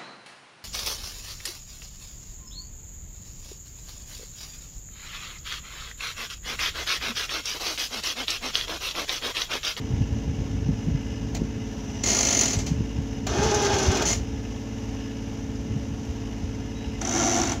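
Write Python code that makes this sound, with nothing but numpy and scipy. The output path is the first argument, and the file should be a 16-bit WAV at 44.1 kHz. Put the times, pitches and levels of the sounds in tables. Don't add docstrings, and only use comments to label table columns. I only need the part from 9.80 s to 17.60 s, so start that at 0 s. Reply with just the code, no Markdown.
import sys
import numpy as np
from scipy import signal
from scipy.fft import rfft, irfft, next_fast_len
from scipy.io import wavfile
from scipy.ndimage import uniform_filter1d, map_coordinates

SR = 44100
rng = np.random.default_rng(int(sys.argv[2]) if len(sys.argv) > 2 else 0)


def master_out(mix):
    frames = np.transpose(np.atleast_2d(mix))
    ceiling = np.clip(frames, -1, 1)
    pcm = np.round(ceiling * 32767).astype(np.int16)
    wavfile.write(sys.argv[1], SR, pcm)


N = 343980

# t/s, level/dB
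LOAD_KNOCKS = [(1.551, -29), (1.568, -35), (3.47, -26), (4.173, -27), (4.224, -24.5)]
# f/Hz, width/Hz, level/dB
JOINT_MODES = [(684, 58, -3), (1830, 120, -8), (2120, 99, 1), (2360, 110, -3.5), (3070, 29, -4),
               (4200, 80, -6), (4840, 43, -20), (5980, 240, -2), (6860, 250, -0.5)]


def amp(db):
    return 10 ** (np.asarray(db) / 20)


def unit(x):
    return x / np.sqrt(np.mean(x ** 2) + 1e-20)


def curves(rows):
    s, *cols = np.transpose(rows)
    return [np.interp(np.arange(N) / SR, s, c) for c in cols]


def during(rows):
    t = np.arange(N) / SR
    return uniform_filter1d(1. * (t > rows[0][0]) * (t < rows[-1][0]), size=400)


def wobble(rate):
    return map_coordinates(rng.standard_normal(int(N * rate / SR) + 4), [np.arange(N) * rate / SR])


def noise():
    return rng.standard_normal(N)


def add(track, s, sound):
    part = track[max(round(s * SR), 0):][:len(sound)]
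    part += sound[:len(part)]


def filtered(x, response):
    m = next_fast_len(N + SR // 2)
    return irfft(rfft(x, m) * response(np.fft.rfftfreq(m, 1 / SR)), m)[:N]


def coloured(x, points):
    f, db = np.transpose(points)
    return filtered(x, lambda hz: unit(amp(np.interp(np.log(hz + 1), np.log(f + 1), db))))


def resonate(x, modes):
    def response(f):
        h = sum(amp(db) * 1j * f * w / (c * c - f * f + 1j * f * w) for c, w, db in modes)
        h = h / (1 + (f / 7800) ** 8)
        return h / np.sqrt(np.mean(abs(h) ** 2))
    return filtered(x, response)


def ribbed(x, spacing_hz, depth_db):
    ripple = rng.standard_normal(SR // 4)
    return filtered(
        x, lambda hz: unit(amp(depth_db * map_coordinates(ripple, [hz / spacing_hz], mode="wrap"))))


def harmonics(phase, partials, flutter_db, rate):
    return sum(amp(db + flutter_db * wobble(rate)) * np.sin(k * phase + rng.uniform(0, 2 * np.pi))
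               for k, db in partials)


def whistle(rows, waver):
    hz, db = curves(rows)
    phase = 2 * np.pi * np.cumsum(hz * (1 + waver * wobble(220))) / SR
    return during(rows) * amp(db) * np.sin(phase)


def wind(eddy_cycles=0.28, lumpy_db=3.5, gust_db=-15, gust_s=0.024):
    # t/s, level/dB
    breeze = [(0, -30), (1.15, -33.5), (1.85, -37.5), (2.3, -37.5), (4.2, -33.5), (5.15, -53), (5.8, -36.5),
              (6.5, -46), (7.8, -37.5)]
    # t/s, level/dB, f/Hz
    bumps = [(0.139, -15, 109), (0.206, -17.5, 96), (.5, -21, 75), (0.892, -12.5, 178), (1.085, -14.5, 170),
             (1.151, -12.5, 130), (1.536, -18.5, 105), (1.619, -12.5, 239), (2.775, -20, 98),
             (2.918, -14.5, 160), (3.008, -12.5, 172), (3.19, -19.5, 140), (3.594, -10, 111),
             (3.942, -16, 80), (4.087, -12, 75.15), (5.91, -20, 70), (5.965, -18.5, 115), (6.115, -20, 126),
             (6.3, -20, 75), (6.641, -19, 70.4), (7.09, -25, 80)]
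    # f/Hz, level/dB
    buffet_eq = [(20, -42), (45, -5), (65, 1), (140, -3.5), (250, -12.5), (500, -30), (1500, -66),
                 (4000, -120)]
    breeze_db, = curves(breeze)
    strength, eddies = amp(breeze_db - 0.5 + lumpy_db * wobble(18)), np.zeros(N)
    t = np.arange(-SR // 10, SR // 10) / SR
    for s, db, hz in bumps:
        add(strength, s + t[0], amp(db + gust_db) * np.exp(-(t / gust_s) ** 2))
        add(eddies, s + t[0], -amp(db) * np.sin(2 * np.pi * hz * t) / np.cosh(t * hz / eddy_cycles))
    return strength * coloured(noise(), buffet_eq) + eddies


def bird():
    # t/s, f/Hz, level/dB
    call = [(6.92, 3740, -80), (6.96, 3860, -52), (7.05, 3900, -53), (7.13, 3900, -62)]
    return whistle(call, waver=.001)


def tractor():
    # t/s, firing rate/Hz
    speed = [(0, 54.4), (1.7, 54.4), (2.1, 53), (2.7, 52.9), (3.0, 54.9), (3.3, 54.4), (7.8, 54.3)]
    # multiple of the four-stroke cycle, level/dB
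    exhaust_partials = [(1, -38), (2, -37), (3, -1.5), (4, -7), (5, -7), (6, 0.5), (7, -14), (8, -18),
                        (9, -25), (10, -14.5), (11, -14.5), (12, -1.5), (13, -4.5), (14, -25), (15, 0.5),
                        (16, -22), (17, -11), (18, -16), (19, -17.5), (20, -38), (21, -18), (22, -34),
                        (23, -35), (24, -7), (25, -14.5), (26, -23), (27, -22.5), (28, -23), (29, -29),
                        (30, -43), (31, -22), (32, -21.5)]
    # f/Hz, width/Hz, level/dB
    block_modes = [(856, 39, -3), (1720, 43, -2), (2048, 30, 0.5), (2254, 22, -4), (2592, 68, -3.5),
                   (2834, 126, -0.5), (5120, 130, -5)]
    # f/Hz, level/dB
    clatter_eq = [(280, -41), (480, -4.5), (563, -3.5), (651, -3), (846, -2.5), (1150, -11), (1700, -10),
                  (2380, -12.5), (2870, -11), (3370, -15.5), (4500, -18.5), (5940, -10), (6870, -15.5),
                  (8300, -35.5), (11000, -33), (15500, -38)]
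    # f/Hz, level/dB
    rumble_eq = [(15, -46), (25, -65), (43, 11.5), (114, -3.5), (161, -4), (274, -4), (403, -16),
                 (425, -13), (600, -21), (780, -68), (1320, -120)]
    firing_hz, = curves(speed)
    sag_hz = firing_hz[0] - firing_hz
    exhaust_db, clatter_db = -32.5 - 0.5 * sag_hz, -47 + 0.9 * sag_hz
    cycle = 2 * np.pi * np.cumsum(firing_hz * (1 + .0015 * wobble(12))) / SR / 3
    exhaust = harmonics(cycle, exhaust_partials, flutter_db=0.95, rate=7)
    blows = unit(np.exp(.45 * np.cos(3 * cycle)) * amp(1.8 * wobble(40)))
    knock = amp(-6 + 1.9 * wobble(5)) * resonate(noise() * blows, block_modes)
    valves = unit(np.exp(.1 * np.cos(3 * cycle) + .1 * np.cos(cycle)))
    flutter = amp(0.5 + 0.54 * wobble(7.8))
    clatter = flutter * ribbed(coloured(noise() * valves, clatter_eq), spacing_hz=43.86, depth_db=2)
    rumble = amp(-40.5) * coloured(noise(), rumble_eq)
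    return amp(exhaust_db) * unit(exhaust) + amp(clatter_db) * (knock + clatter) + rumble


def hydraulics(hz=5950, width_hz=160):
    # t/s, level/dB
    hiss = [(1.7, -78), (1.95, -60), (2.2, -47.5), (2.6, -51), (2.9, -78)]
    db, = curves(hiss)
    return during(hiss) * amp(db) * resonate(noise(), [(hz, width_hz, 0)])


def stick_slip(pace, peak_s, peak_db, swell_db_per_s, fade_db_per_s, scatter_db=0.6):
    s, rate = np.transpose(pace)
    t = np.arange(s[0], s[-1], 1 / SR)
    strain = np.cumsum(np.interp(t, s, rate)) / SR
    times = np.interp(np.arange(np.ceil(strain[-1])), strain, t)
    db = peak_db - np.maximum(swell_db_per_s * (peak_s - times), fade_db_per_s * (times - peak_s))
    db[0] -= 0.5
    return list(zip(times, db + scatter_db * rng.standard_normal(len(times))))


def slips(rows, rise_s, decay_s, frame_t60, dynamics, alike=0.78):
    t = np.arange(-SR // 100, SR // 4) / SR
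    swell = np.exp(-(np.minimum(t, 0) / rise_s) ** 2)
    screech = swell * np.exp(-np.maximum(t, 0) / decay_s)
    shudder = swell * amp(-60 * np.maximum(t, 0) / frame_t60)
    signature = rng.standard_normal((2, len(t)))
    contact, body = np.zeros(N), np.zeros(N)
    for s, db in rows:
        bite, answer = rng.standard_normal((2, len(t))) + [[.35], [alike]] * signature
        start = s + t[0] + rng.uniform(-.0005, .0005)
        add(contact, start, amp(db) * screech * unit(bite))
        add(body, start, amp(dynamics * (db + 22)) * shudder * unit(answer))
    return contact, body


def squeals(rows, tones, half_length_s, detune):
    t = np.arange(-SR // 100, SR // 100) / SR
    swell = np.exp(-(t / half_length_s) ** 2)
    hz, level = np.transpose(tones)[:, :, None]
    track = np.zeros(N)
    for s, db in rows:
        pitch = hz * (1 + detune * rng.standard_normal(hz.shape))
        stumble = np.cumsum(.09 * rng.standard_normal((len(hz), len(t))), axis=1)
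        tone = np.sum(amp(level) * np.sin(2 * np.pi * pitch * t + stumble), axis=0)
        add(track, s + t[0], amp(db) * swell * unit(tone))
    return filtered(track, lambda f: 1 / (1 + (f / 8200) ** 16))


def small_snags(count=8, from_s=3.8, to_s=4.2):
    share = (np.arange(count) + rng.random(count)) / count
    return list(zip(from_s + (to_s - from_s) * share, -26 + 3 * rng.standard_normal(count)))


def cracks(rows, gain_db=-14, decay_s=0.00054):
    t, track = np.arange(SR // 100) / SR, np.zeros(N)
    for s, db in rows:
        add(track, s, amp(db + gain_db) * np.exp(-t / decay_s) * rng.standard_normal(len(t)))
    return track


def squeak():
    # t/s, f/Hz, level/dB
    glide = [(2.76, 7850, -58), (2.775, 7700, -42), (2.81, 7600, -51), (2.87, 7780, -64)]
    return whistle(glide, waver=.012)


def knocks():
    # f/Hz, level/dB
    bite_eq = [(300, -22), (750, 9.5), (1300, -9), (2100, -3.5), (3400, -0.5), (4400, 1.5), (5300, -5.5),
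               (6800, 4), (8500, -21), (15000, -19)]
    contact, body = slips(LOAD_KNOCKS, rise_s=.003, decay_s=.0081, frame_t60=.068, dynamics=.88)
    bite = coloured(amp(-3) * contact + amp(-34) * body, bite_eq)
    return bite + amp(-28.5) * resonate(body, JOINT_MODES)


def grind(grit=0.5, jitter=.04, groan_full_hz=367, loss_db_per_hz=0.1):
    # t/s, slip rate/Hz, level/dB
    drag = [(3.47, 280, -36), (3.54, 350, -34), (3.65, 430, -31.5), (3.95, 393, -30), (4.13, 382, -32.5),
            (4.23, 340, -31), (4.31, 320, -46), (4.4, 167, -66)]
    # f/Hz, level/dB
    frame_eq = [(180, -46), (300, -8), (397, -4.5), (543, -6.5), (821, -9.5), (907, -10.5), (1940, -19.5),
                (3340, -17), (4800, -22.5), (6050, -12.5), (6900, -17.5), (8560, -46), (10800, -37.5),
                (12500, -48), (15500, -54)]
    # f/Hz, width/Hz, level/dB
    frame_modes = [(396, 60, 0), (630, 25, -3), (829, 36, 0), (1220, 90, -12), (1400, 50, -12),
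                   (1570, 55, -8), (2490, 70, -15), (3340, 70, -13), (4430, 90, -15), (5190, 90, -11)]
    # multiple of the slip rate, level/dB
    core_partials = [(1, -2.5), (2, -7), (3, -15), (4, -14)]
    slip_hz, level_db = curves(drag)
    level_db = level_db + 0.36 * wobble(32)
    loss_db = loss_db_per_hz * np.maximum(groan_full_hz - slip_hz, 0)
    groan_db = level_db - 1.5 - loss_db + 1.5 * wobble(45)
    phase = np.cumsum(slip_hz * np.exp(jitter * wobble(300))) / SR
    jerks = unit(np.diff(np.floor(phase), prepend=0) * amp(2.5 * wobble(300)))
    rasp = unit(noise() * np.exp(-1.5 * (phase % 1)) * amp(1.2 * wobble(60)))
    scrape = amp(level_db + 2) * coloured(unit(0.15 * jerks + grit * rasp), frame_eq)
    core = harmonics(2 * np.pi * phase, core_partials, flutter_db=2.5, rate=30)
    groan = amp(groan_db) * (resonate(unit(.45 * jerks + rasp), frame_modes) + core)
    return during(drag) * (ribbed(scrape, spacing_hz=35, depth_db=2.7) + groan)


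def ratchet():
    # t/s, slip rate/Hz
    pace = [(7.217, 14.9), (7.26, 45.9), (7.295, 51.2), (7.37, 103.3), (7.47, 105.4), (7.565, 99.7),
            (7.615, 55.6), (7.73, 41.2)]
    # f/Hz, level/dB
    tones = [(5700, -7), (6120, 5), (6650, -16), (7080, -4)]
    # f/Hz, level/dB
    bite_eq = [(500, 5), (2200, -13), (5100, -14), (5650, 19), (6100, 1), (6450, -11), (7050, 12),
               (8200, -28), (11000, -13), (15500, -34)]
    # f/Hz, level/dB
    frame_eq = [(130, -37), (240, -0.5), (330, -1), (560, -17.5), (700, -5.5), (1050, -10), (1400, -19.5),
                (1600, -16.5), (2200, -14.5), (2500, -17.5), (3300, -17.5), (5000, -20), (6800, -11.5),
                (8200, -32.5), (15000, -45.5)]
    # f/Hz, width/Hz, level/dB
    trough_modes = [(249, 30, -5), (694, 17, 5.5), (755, 24, -2.5), (1373, 40, -5.5), (2140, 45, -12),
                    (5870, 73, -12)]
    train = stick_slip(pace, peak_s=7.45, peak_db=-21.6, swell_db_per_s=8, fade_db_per_s=4)
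    contact, _ = slips(train, rise_s=.0025, decay_s=.0038, frame_t60=.2, dynamics=.7)
    shudder = stick_slip(pace, peak_s=7.62, peak_db=-20, swell_db_per_s=7, fade_db_per_s=3)
    _, body = slips(shudder, rise_s=.0025, decay_s=.0038, frame_t60=.22, dynamics=.8, alike=.4)
    squeal = amp(-3) * squeals(train, tones, half_length_s=.0028, detune=.008)
    bite = amp(-9) * coloured(contact, bite_eq)
    frame = amp(-30.5) * ribbed(coloured(body, frame_eq), spacing_hz=39.86, depth_db=3.5)
    return squeal + bite + frame + amp(-35.6) * resonate(body, trough_modes)


def creak():
    # t/s, slip rate/Hz
    pace = [(2.239, 19.9), (2.27, 79.9), (2.36, 52.3), (2.435, 45.2), (2.47, 56.9), (2.52, 47.1),
            (2.61, 47.7), (2.745, 34.6)]
    # t/s, slip rate/Hz
    last_jerk = [(4.257, 110), (4.3, 75), (4.35, 40)]
    # t/s, level/dB
    hard_snags = [(2.613, -12), (2.734, -21), (2.791, -27), (2.867, -29.5), (3.633, -24), (3.748, -19)]
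    # f/Hz, level/dB
    tones = [(4450, -10), (6040, -2), (6720, -2), (7200, -9)]
    # f/Hz, level/dB
    bite_eq = [(500, -62), (2000, -35), (3700, -26), (4400, -12), (5400, -18), (6050, 7.5), (6400, -5),
               (6750, 7.5), (7300, -7), (8200, -39), (10600, -13), (12000, -34), (15500, -39)]
    # f/Hz, level/dB
    frame_eq = [(120, -44), (220, 5.5), (500, -6.5), (750, -5), (1050, -7.5), (1250, -8), (1550, -18),
                (2100, -16), (2450, -30), (2650, -10), (3050, -10), (3800, -12), (6500, -4), (8200, -25),
                (15000, -31.5)]
    train = stick_slip(pace, peak_s=2.61, peak_db=-15.9, swell_db_per_s=9, fade_db_per_s=72)
    train += stick_slip(last_jerk, peak_s=4.297, peak_db=-20, swell_db_per_s=80, fade_db_per_s=75)
    contact, body = slips(train, rise_s=.0028, decay_s=.0048, frame_t60=.2, dynamics=.65)
    snags = hard_snags + small_snags()
    snag, snag_body = slips(snags, rise_s=.0033, decay_s=.0052, frame_t60=.22, dynamics=.28)
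    squeal = amp(-3.5) * squeals(train, tones, half_length_s=.0033, detune=.012)
    bite = coloured(amp(-9) * contact + amp(-5) * snag + amp(-39) * body, bite_eq)
    frame = coloured(amp(-30) * body + amp(-31) * snag_body, frame_eq)
    ring = resonate(amp(-37) * body + amp(-38) * snag_body, JOINT_MODES)
    steel = ribbed(bite + frame, spacing_hz=70, depth_db=2.5)
    return squeal + steel + ring + cracks(hard_snags + LOAD_KNOCKS)


def scene():
    steel = knocks() + creak() + squeak() + grind() + ratchet()
    return (tractor() + hydraulics() + steel + wind() + bird())[None]


def record(dry, low_hz=37, top_hz=15720):
    low_cut = signal.butter(3, low_hz, "highpass", fs=SR, output="sos")
    return filtered(signal.sosfilt(low_cut, dry[0]), lambda hz: hz < top_hz)[None]


dry = scene()
out = record(dry)
master_out(out)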